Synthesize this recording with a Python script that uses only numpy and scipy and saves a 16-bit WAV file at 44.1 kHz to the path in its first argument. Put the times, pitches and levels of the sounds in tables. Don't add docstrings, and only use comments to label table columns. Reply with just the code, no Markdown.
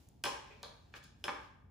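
import sys
import numpy as np
from scipy import signal
from scipy.fft import rfft, irfft, next_fast_len
from scipy.io import wavfile
from scipy.ndimage import uniform_filter1d

SR = 44100
rng = np.random.default_rng(int(sys.argv[2]) if len(sys.argv) > 2 else 0)


def attenuation_scalar(level_db):
    decades = np.asarray(level_db, float) / 20
    return 10 ** decades


def to_wav(sig):
    pcm = np.clip(np.atleast_2d(sig), -1, 1) * 32767
    pcm = np.round(pcm).astype(np.int16)
    wavfile.write(sys.argv[1], SR, pcm.T)


N = 74970

# start_s, level_db, centre_hz
RUSTLE_PATH = [(0, -72.5, 5470), (.2, -83.5, 4670), (.45, -64.5, 2390), (.54, -65.5, 2450),
               (.62, -72, 3000), (.75, -77.5, 4000), (.92, -78, 3800), (.945, -68, 3500),
               (.966, -53.5, 3540), (1.07, -117, 5100), (1.2, -80.5, 5000), (1.45, -67, 3000),
               (1.7, -100, 3000)]
# pitch_hz, level_db
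RUSTLE_SKIRT = [(300, 23), (1000, 19.5), (3000, 11), (6000, -3.5), (10000, -25.5), (15000, -8.5)]
RUSTLE_OCTAVES, RUSTLE_SKIRT_DB = 0.99, -15.5
GRAINS_PER_S, GRAIN_DB = 7600, -2

# pitch_hz, relative_level_db_per_hz
HOUSE_SPECTRUM = [(24, -10), (40, 0.5), (76, 3), (233, -8), (527, -22.5), (845, -19.5), (1320, -48.5),
                  (1650, -44), (2990, -51), (6300, -49), (15000, -57)]
HOUSE_DB = -62

# start_s, level_db, best_pitch_hz, spread_octaves, room_send_db
CLICK_HITS = [(.0882, -52, 8760, 0.42, -20), (.2386, -34.5, 9000, 0.45, -1.5),
              (.2396, -43, 14000, 0.27, -23), (.2462, -47, 9900, 0.49, 3), (.2548, -35, 13500, 0.54, -13),
              (.2570, -39, 2900, .4, -5.5), (.2390, -28, 5130, 0.4, -4.5), (.2396, -31, 2810, 0.3, -3),
              (.2545, -34, 3300, 0.46, -2), (.2620, -38, 5480, 0.36, 5.5), (.2630, -36, 2580, 0.47, -11),
              (.2920, -42, 2410, 0.11, -4.5), (.5087, -51.5, 2450, 0.07, 3.5),
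              (.6310, -37.5, 3980, 0.23, -0.5), (.6302, -43.5, 7100, 0.55, -6.5),
              (.6395, -56, 3900, 0.25, -7), (.6342, -48.5, 3850, 0.3, -2.5), (.9398, -50.5, 3230, 0.7, -4),
              (.9600, -60.5, 3730, 0.57, 1), (.9630, -68, 5500, 1.1, 11.5), (.9665, -57, 2650, 0.77, -22),
              (1.0290, -65, 4620, 0.83, 10), (1.0400, -50, 10800, 0.55, -8.5),
              (1.0405, -51, 4970, 0.16, -1.5), (1.2410, -42.5, 10000, 1, -0.5),
              (1.2406, -31.5, 3150, 0.32, -6), (1.2409, -29, 5110, 0.13, -4), (1.2432, -41, 3380, .4, -6.5),
              (1.2828, -44, 3800, 0.65, 1)]
# start_s, level_db, best_pitch_hz, spread_octaves, room_send_db
KNOCK_HITS = [(.2398, -35.5, 1780, 0.32, -2), (.2430, -31, 1350, 0.36, -6), (.2450, -37.5, 453, 0.75, -7.5),
              (.2585, -33, 1300, 0.59, -1.5), (.2600, -48.5, 193, 0.81, -4.5),
              (.2710, -40.5, 990, 0.23, 0.5), (.2805, -43.5, 1297, .5, -5), (.3300, -60, 350, 0.093, 5),
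              (.4950, -46, 477.6, 0.16, 9.5), (.6303, -48, 870, 0.65, -5), (.6345, -46, 1285, 0.65, -1),
              (.6520, -53.5, 595, 0.17, -5), (.9396, -46, 1500, 0.54, -1), (.9413, -50.5, 1590, 0.33, -5.5),
              (.9495, -52.5, 1700, 0.3, -6.5), (.9620, -54.5, 1660, 0.32, -4),
              (1.2420, -42.5, 1450, 0.43, 4), (1.2440, -37, 420, 0.38, -3.5),
              (1.2815, -28.5, 1280, 0.67, -4), (1.2832, -42, 1500, 0.72, -15.5),
              (1.2915, -32, 1260, 0.65, -16.5), (1.2820, -53.5, 200, 0.63, 1)]
# pitch_hz, level_db, t60_s
CONNECTOR_MODES = [(2450, 1, 0.013), (2977, 4, 0.0082), (3396, 0.5, 0.013), (3800, 0, 0.011),
                   (4273, 2.5, 0.0064), (5150, -1.5, 0.01), (5750, 0.5, 0.0045), (6593, 3, 0.0043),
                   (7640, 4, 0.0033), (9520, 7, 0.0017), (12750, -12.5, 0.016), (14700, -15.5, 0.0033)]
# pitch_hz, level_db, t60_s
FRAME_MODES = [(139, -2.5, 0.076), (189, -33.5, 0.1), (285, -8.5, 0.14), (393, -2.5, 0.04),
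               (421, -14.5, 0.063), (599, 4.5, 0.025), (769, 3, 0.024), (1022, 8.5, 0.014),
               (1209, 2.5, 0.011), (1646, 6, 0.01), (2166, 6, 0.013), (2307, 12, 0.0077),
               (3000, -3, 0.0062)]
# pitch_hz, level_db, t60_s
TUBE_MODES = [(375, -22, .3), (567, -24, .35), (625, -27, .35), (836, -27, .35), (879, -21, .4),
              (1009, -21, .28), (1044, -28, .4), (1086, -26, .35), (1136, -23, .3), (1215, -28, .3),
              (1595, -26, .35), (1650, -31, .3), (1766, -29, .25), (2180, -30, .25), (2347, -31, .25),
              (2425, -32, .3), (3181, -29, .3)]
MODE_CHANCE_DB = 1.5

# delay_s, left_db, right_db
FIRST_ECHOES = [(.0085, -16, -9), (0.014, -6, -5)]
# pitch_hz, t60_s
ROOM_DECAY = [(120, 0.42), (250, 0.47), (500, 0.45), (1000, 0.59), (2000, 0.59), (4000, 0.49), (8000, 0.42),
              (14000, 0.28)]
# pitch_hz, level_db
TAIL_COLOUR = [(200, -7.5), (500, 1.4), (1000, -7.5), (2000, -7.5), (4000, -8), (8000, -5), (12000, -8.5),
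               (15000, 4.5)]
ECHO_CUT_HZ = 6100
ROOM_DB, ROOM_BUILD_S = -23, 0.00068
LATE_DB, LATE_STRETCH = -29, 2.3

# pitch_hz, correlation
STEREO_LIKENESS = [(40, 0.98), (200, 0.8), (500, 0.056), (1000, 0.04), (2000, 0.17), (4000, 0.2),
                   (7000, 0.16), (10000, 1), (14000, 0.78)]
BAND_EDGES_HZ = 28 * 2 ** np.arange(0, 9.3, 1 / 3)

# pitch_hz, level_db
MICROPHONE_COLOUR = [(25, -24.5), (50, 0.3), (11500, 1.18), (12600, -0.5), (14000, 10.5), (15200, 18.5),
                     (16000, -21), (16500, -52)]
# pitch_hz, left_lead_rad
PORT_LEAD = [(100, 0), (6500, -.3), (7600, -1.5), (8500, -3.1), (9500, -4.2), (10400, -6.2), (11700, -6.3),
             (12300, -9.2), (13800, -9.6), (14600, -10.8), (15400, -12.5)]
RIGHT_DB = -0.61


def in_time(rows):
    s, *columns = np.transpose(rows)
    return [np.interp(np.arange(N) / SR, s, column) for column in columns]


def at_hz(points, hz):
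    table_hz, values = np.array(points).T
    return np.interp(np.log(hz), np.log(table_hz), values)


def rms_one(x):
    return x / np.sqrt(np.mean(x ** 2) + 1e-20)


def bands(white):
    for k, (low, high) in enumerate(zip(BAND_EDGES_HZ, BAND_EDGES_HZ[1:])):
        band_filter = signal.butter(2, [low, high], "band", fs=SR, output="sos")
        mid, side = signal.sosfilt(band_filter, white[k % 2])
        hz = np.sqrt(low * high)
        alike = np.clip(at_hz(STEREO_LIKENESS, hz), -1, 1)
        yield hz, np.sqrt(1 + alike) * mid + np.sqrt(1 - alike) * side * [[1], [-1]]


def webbing():
    db, centre_hz = in_time(RUSTLE_PATH)
    grain_sizes = attenuation_scalar(GRAIN_DB * np.minimum(rng.exponential(1, N), 4))
    grains = (rng.random(N) < GRAINS_PER_S / SR) * grain_sizes
    lumps = rms_one(uniform_filter1d(grains, size=24) + 1e-3)
    white = rng.standard_normal((2, 2, N)) * (.5 + .5 * lumps)
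    rustle = np.zeros((2, N))
    for hz, band in bands(white):
        if hz > 250:
            hump = attenuation_scalar(-6 * (np.log2(hz / centre_hz) / RUSTLE_OCTAVES) ** 2)
            skirt = attenuation_scalar(RUSTLE_SKIRT_DB + at_hz(RUSTLE_SKIRT, hz))
            rustle += band * (hump + skirt)
    return attenuation_scalar(db) * rustle


def house():
    white = rng.standard_normal((2, 2, N + SR // 4))
    noise = sum(band[:, -N:] * attenuation_scalar(at_hz(HOUSE_SPECTRUM, hz)) for hz, band in bands(white))
    return attenuation_scalar(HOUSE_DB) * rms_one(noise)


def strike(hits, modes, burst_s):
    s, db, best_hz, spread, send_db = np.transpose(hits)
    chance = rng.standard_normal((len(s), len(modes)))
    out = np.zeros((2, N))
    for k, (hz, mode_db, t60) in enumerate(modes):
        off_pitch_db = -6 * (np.log2(hz / best_hz) / spread) ** 2
        size = attenuation_scalar(db + mode_db + off_pitch_db + MODE_CHANCE_DB * chance[:, k])
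        size = size * (-1) ** k
        impulses = np.full((2, N), 1e-18)
        np.add.at(impulses, (slice(None), (s * SR).astype(int)), [size, size * attenuation_scalar(send_db)])
        ring_pole = attenuation_scalar(-60 / (t60 * SR))
        burst_pole = ring_pole * np.exp(-1 / (burst_s * SR))
        w = 2 * np.pi * hz / SR
        for gain, pole in ((0.83, ring_pole), (0.39, burst_pole)):
            feedback = [1, -2 * pole * np.cos(w), pole * pole]
            out += gain * signal.lfilter([0, pole * np.sin(w)], feedback, impulses)
    return out


def connector_clicks():
    return strike(CLICK_HITS, CONNECTOR_MODES, burst_s=0.000087)


def frame_knocks():
    soft = signal.butter(2, [80, 6000], "band", fs=SR, output="sos")
    return signal.sosfilt(soft, strike(KNOCK_HITS, FRAME_MODES + TUBE_MODES, burst_s=.0001))


def room(sent):
    t = np.arange(N) / SR
    tail = np.zeros((2, N))
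    for hz, band in bands(rng.standard_normal((2, 2, N))):
        if hz > 100:
            fall_db = -60 * t / at_hz(ROOM_DECAY, hz)
            decay = attenuation_scalar(fall_db) + attenuation_scalar(LATE_DB + fall_db / LATE_STRETCH)
            tail += band * attenuation_scalar(at_hz(TAIL_COLOUR, hz)) * decay
    tail = attenuation_scalar(ROOM_DB) * tail * (1 - np.exp(-t / ROOM_BUILD_S))
    echoes = np.full((2, N), 1e-18)
    for s, left_db, right_db in FIRST_ECHOES:
        echoes[:, int(s * SR)] = attenuation_scalar(np.array([left_db, right_db]))
    dull = signal.butter(2, ECHO_CUT_HZ, fs=SR, output="sos")
    response = tail + signal.sosfilt(dull, echoes)
    return signal.fftconvolve(sent[None], response, axes=1)[:, :N]


def scene():
    direct, sent = connector_clicks() + frame_knocks()
    return webbing() + house() + direct + room(sent)


def band_limit(x):
    return signal.sosfilt(signal.butter(12, 16580, fs=SR, output="sos"), x)


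def record(dry):
    size = next_fast_len(N + 4096)
    hz = np.maximum(np.arange(size // 2 + 1) * SR / size, 1)
    left = np.ones(len(hz))
    right = attenuation_scalar(RIGHT_DB) * np.exp(-1j * at_hz(PORT_LEAD, hz))
    ports = attenuation_scalar(at_hz(MICROPHONE_COLOUR, hz)) * np.array([left, right])
    mix = irfft(rfft(dry, size) * ports, size)[:, :N]
    return band_limit(mix)


dry = scene()
out = record(dry)
to_wav(out)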